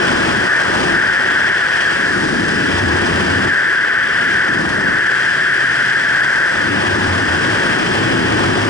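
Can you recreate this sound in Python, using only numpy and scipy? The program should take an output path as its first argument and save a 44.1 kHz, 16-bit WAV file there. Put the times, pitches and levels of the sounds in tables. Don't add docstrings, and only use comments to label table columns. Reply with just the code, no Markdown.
import sys
import numpy as np
from scipy import signal
from scipy.fft import irfft
from scipy.io import wavfile
from scipy.ndimage import uniform_filter1d

SR = 44100
rng = np.random.default_rng(int(sys.argv[2]) if len(sys.argv) > 2 else 0)


def generate_wav(signal):
    frames = np.transpose(np.atleast_2d(signal))
    scaled = np.clip(frames, -1, 1) * 32767
    pcm = np.round(scaled).astype(np.int16)
    wavfile.write(sys.argv[1], SR, pcm)


N = 383229
T = np.arange(N) / SR
HZ = np.maximum(np.arange(N // 2 + 1) * SR / N, 1)


# f/Hz, relative level/dB
HOWL_SPECTRUM = [(1100, -21), (1300, -16), (1420, -6.5), (1520, -1), (1740, -1.5), (1870, -4),
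                 (2000, -10.5), (2200, -19.5), (2600, -32.5)]
# t/s, level/dB
HOWL_ENVELOPE = [(0.0, -19.5), (0.42, -19), (0.54, -14.5), (0.84, -21.5), (0.96, -15.5), (2.1, -17.0),
                 (2.28, -20.5), (2.56, -19.5), (3.22, -20.5), (3.58, -15.5), (4.54, -16.0), (4.64, -23),
                 (4.9, -16.0), (6.4, -15.5), (6.82, -20.5), (7.74, -18.5), (7.82, -21.5), (8.68, -22.5)]

def cavity_howl():
    level_db = over_time(HOWL_ENVELOPE)
    broad = rms_one(signal.hilbert(irfft(random_bins() * spectral_gain(HOWL_SPECTRUM), N)))
    core = from_db(level_db + 5) * rms_one(resonance(centre_hz=1705, width_hz=150))
    cavity = at_ports(saturate(broad + core, ceiling=3.2), lead_rad=0.96, left_db=2.5)
    shell = at_ports(resonance(centre_hz=391.5, width_hz=67), lead_rad=0.57, left_db=1)
    return from_db(level_db) * (cavity + from_db(-24) * shell)


# start/s, end/s, onset time/s, share of full separation
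SEPARATIONS = [(-0.1, 0.476, 0.05, 0.91), (0.67, 0.98, 0.21, 0.89), (0.98, 1.535, 0.1, 0.32),
               (2.0, 3.516, 0.45, 0.98), (4.147, 4.41, 0.3, 0.5), (4.485, 4.99, 0.077, 0.88),
               (6.551, 8.9, 0.25, 0.8), (7.85, 8.9, 0.44, 0.27)]

def flow_separation():
    return sum(share * gate(start, end, onset_s, release_s=0.066)
               for start, end, onset_s, share in SEPARATIONS)


def reattachment_dip(depth_db=-3, fall_s=0.057, recover_s=0.096):
    dip = np.zeros(N)
    for _, end, _, share in SEPARATIONS:
        fall = np.clip(1 + (T - end) / fall_s, 0, 1)
        recovery = np.exp(-np.maximum(T - end, 0) / recover_s)
        dip += share * fall * recovery
    return depth_db * dip


# f/Hz, relative level/dB
BUFFET_SPECTRUM = [(20, -15), (45, -17.5), (75, -8), (130, -3), (180, -1.5), (240, 0.5), (300, 0),
                   (350, 1.5), (420, -4.5), (520, -15.5), (900, -17)]
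# f/Hz, relative level/dB
RUMBLE_SPECTRUM = [(15, -2), (40, -5), (70, -18), (160, 4), (300, 6), (550, 0.5), (900, -14)]
# level in smooth flow/dB, rise at full separation/dB, slope/(dB per dB of hiss)
BUFFET_RESPONSE = (-35.2, 12.97, 0.36)

def buffeting(separation, hiss_db, usual_hiss_db=-36, lumps_db=0.5):
    smooth_db, rise_db, slope = BUFFET_RESPONSE
    level_db = smooth_db + rise_db * separation + slope * (hiss_db - usual_hiss_db)
    local_eddies = np.array([random_bins(), random_bins()])
    rumble = rms_one(irfft(local_eddies * spectral_gain(RUMBLE_SPECTRUM), N))
    gain = from_db(level_db + lumps_db * drift(rate_hz=24))
    return gain * (turbulence(BUFFET_SPECTRUM) + from_db(-14) * rumble)


# start/s, end/s, f/Hz, level/dB
WAKE_THROBS = [(2.723, 3.026, 88.4, -23.5), (3.02, 3.486, 92.3, -28.5), (5.12, 6.501, 131, -39),
               (6.616, 6.92, 104, -30.5), (6.92, 7.38, 93, -25), (7.43, 7.579, 106.6, -26),
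               (7.95, 8.9, 105, -26)]

def wake(separation, fade_s=0.069):
    free_hz = 117.7 - 14 * separation
    free_db = -45.5 + 6.5 * separation
    shed_hz, level_db = free_hz, free_db
    for start, end, throb_hz, throb_db in WAKE_THROBS:
        lock = gate(start, end, fade_s, fade_s)
        shed_hz = shed_hz + lock * (throb_hz - free_hz)
        level_db = level_db + lock * (throb_db - free_db)
    throb = saturate(resonance(shed_hz, width_hz=17), ceiling=1.6)
    return from_db(level_db) * at_ports(throb, lead_rad=0.23, left_db=1.0)


# f/Hz, relative level/dB
RUSH_SPECTRUM = [(60, -5), (150, -13), (260, -9.5), (400, -3.5), (520, 0.5), (640, 1.5), (740, 0), (850, 1),
                 (1250, .5), (1700, -4), (2200, -21), (3200, -40)]
# t/s, relative level/dB
RUSH_ENVELOPE = [(0.0, -25), (0.6, -28.5), (0.64, -25.5), (1.22, -30), (2.52, -32), (2.94, -27.0),
                 (3.46, -29.0), (3.76, -34.5), (4.54, -32), (4.62, -30), (5.16, -33), (5.92, -34.0),
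                 (6.84, -28.5), (8.68, -26.5)]

def rush(separation, dip_db, gust):
    level_db = over_time(RUSH_ENVELOPE) + 2.5 + dip_db + 1.5 * gust
    return from_db(level_db) * spread(turbulence(RUSH_SPECTRUM), side_db=0.2 + 1.1 * separation)


# f/Hz, relative level/dB
EDGE_SPECTRUM = [(1600, -12), (2100, -2.5), (2400, 0.5), (2700, 1), (2950, -2), (3250, -1.5), (3550, -7),
                 (3900, -19.5), (4600, -16)]
# t/s, relative level/dB
EDGE_ENVELOPE = [(0.0, -28), (0.46, -31.5), (1.9, -30.5), (2.26, -37), (2.7, -31), (2.86, -32.5),
                 (3.04, -30.5), (3.94, -34), (4.34, -30.5), (4.58, -36.5), (4.94, -35), (4.98, -31.5),
                 (6.08, -32.0), (6.36, -34.5), (6.9, -31), (6.94, -34), (7.78, -29.5), (8.68, -31)]

def edge_noise(separation, dip_db, gust):
    level_db = over_time(EDGE_ENVELOPE) + 0.53 + dip_db + 1.19 * gust
    return from_db(level_db) * spread(turbulence(EDGE_SPECTRUM), side_db=1.0 + 1.6 * separation)


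# f/Hz, relative level/dB
HISS_SPECTRUM = [(2500, 3), (3500, -0.5), (3950, 0), (4500, 0), (5000, 3), (5500, -1.5), (5950, -1),
                 (6600, -9), (6950, -6.5), (7500, -2.5), (8500, -8.5), (9400, -11.5), (10050, -9.5),
                 (11000, -17)]
# t/s, relative level/dB
HISS_ENVELOPE = [(0.0, -31), (0.6, -33.5), (0.78, -32.0), (1.24, -35.5), (3.32, -33.0), (3.94, -40.0),
                 (4.36, -35.0), (4.44, -37.5), (4.68, -36), (4.92, -38.5), (4.98, -35.5), (6.4, -36.0),
                 (7.66, -33), (8.68, -33.5)]

def hiss(level_db, gust):
    high_tone = at_ports(resonance(centre_hz=5030, width_hz=280), lead_rad=0.32, left_db=5.0)
    fine_eddies = from_db(0.42) * turbulence(HISS_SPECTRUM)
    return from_db(level_db + 1.19 * gust) * (fine_eddies + from_db(-11.5) * high_tone)


# f/Hz, coherence (clipped to 0-1 in use)
PORT_COHERENCE = [(35, 5), (90, 0.2), (250, 1.35), (430, .5), (750, 1), (1000, 0.36), (2200, 1.06),
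                  (2700, 0.65), (3500, 0.34), (5100, 0.82), (6000, 0.2), (6900, 0.94), (7500, 1),
                  (8200, -0.5), (9400, 1.5), (11000, -0.9)]
# f/Hz, phase/rad
PORT_LEAD = [(120, -0.4), (280, 1.38), (380, 1.03), (480, 1.45), (680, 2), (1200, 1.6), (2100, 1.3),
             (2700, 3), (3200, 0.96), (3900, 3), (4850, 0.68), (6100, 0.34), (7400, -2.2), (9600, 2)]
# f/Hz, level/dB
PORT_BALANCE = [(120, -0.5), (250, 0.5), (340, 5.5), (450, -1), (800, 1), (1200, 1.5), (2250, 3.5),
                (2800, 0.5), (3400, -0.7), (4500, -1), (5500, 2.5), (6900, 1.7), (8700, 0), (9800, -3)]

def turbulence(spectrum):
    coherence = np.clip(over_hz(PORT_COHERENCE), 0, 1)
    left = random_bins()
    shared = coherence * left * np.exp(-1j * over_hz(PORT_LEAD))
    right = shared + np.sqrt(1 - coherence ** 2) * random_bins()
    tilt = from_db(over_hz(PORT_BALANCE) / 2)
    ports = irfft(np.array([left * tilt, right / tilt]) * spectral_gain(spectrum), N)
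    return ports / np.std(ports.mean(axis=0))


def at_ports(tone, lead_rad, left_db):
    ports = np.real([tone * from_db(left_db), tone * np.exp(-1j * lead_rad)])
    return ports / np.std(ports.mean(axis=0))


def spread(ports, side_db):
    mid, side = ports.mean(axis=0), rms_one(ports[0] - ports[1])
    return mid + from_db(side_db) * side * [[1], [-1]]


def resonance(centre_hz, width_hz):
    forcing = drift(width_hz) + 1j * drift(width_hz)
    envelope = signal.lfilter(*signal.butter(2, width_hz / (SR / 2)), forcing)
    return envelope * np.exp(2j * np.pi * np.cumsum(centre_hz * np.ones(N)) / SR)


def saturate(tone, ceiling):
    tone = rms_one(tone)
    return tone / np.sqrt(1 + np.abs(tone / ceiling) ** 2)


def drift(rate_hz):
    return rms_one(irfft(random_bins() / (1 + (HZ / rate_hz) ** 2), N))


def random_bins():
    return rng.standard_normal(len(HZ)) + 1j * rng.standard_normal(len(HZ))


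def spectral_gain(spectrum):
    return from_db(over_hz(spectrum, beyond=-120))


def over_hz(points, beyond=None):
    hz, value = np.transpose(points)
    return np.interp(np.log(HZ), np.log(hz), value, left=beyond, right=beyond)


def over_time(points):
    return np.interp(T, *np.transpose(points))


def gate(start, end, attack_s, release_s):
    return np.clip(.5 + np.minimum((T - start) / attack_s, (end - T) / release_s), 0, 1)


def from_db(db):
    return 10 ** (np.asarray(db) / 20)


def rms_one(x):
    return x / np.sqrt(np.mean(np.abs(x) ** 2))


def scene():
    separation, dip_db = flow_separation(), reattachment_dip()
    hiss_db = over_time(HISS_ENVELOPE) + dip_db
    helmet = cavity_howl() + buffeting(separation, hiss_db) + wake(separation)
    gust = drift(rate_hz=45)
    airstream = rush(separation, dip_db, gust) + edge_noise(separation, dip_db, gust)
    return helmet + airstream + hiss(hiss_db, gust)


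def record(dry, target_db=-14.0, squeeze=0.31, window_s=0.012, ceiling=0.69, cutoff_hz=11100):
    power = uniform_filter1d(np.mean(dry ** 2, axis=0), int(window_s * SR))
    compressed = dry * from_db(squeeze * (target_db - 10 * np.log10(power)))
    rounded = compressed / (1 + (compressed / ceiling) ** 6) ** (1 / 6)
    return signal.sosfilt(signal.ellip(12, .1, 80, cutoff_hz, fs=SR, output="sos"), rounded)


dry = scene()
out = record(dry)
generate_wav(out)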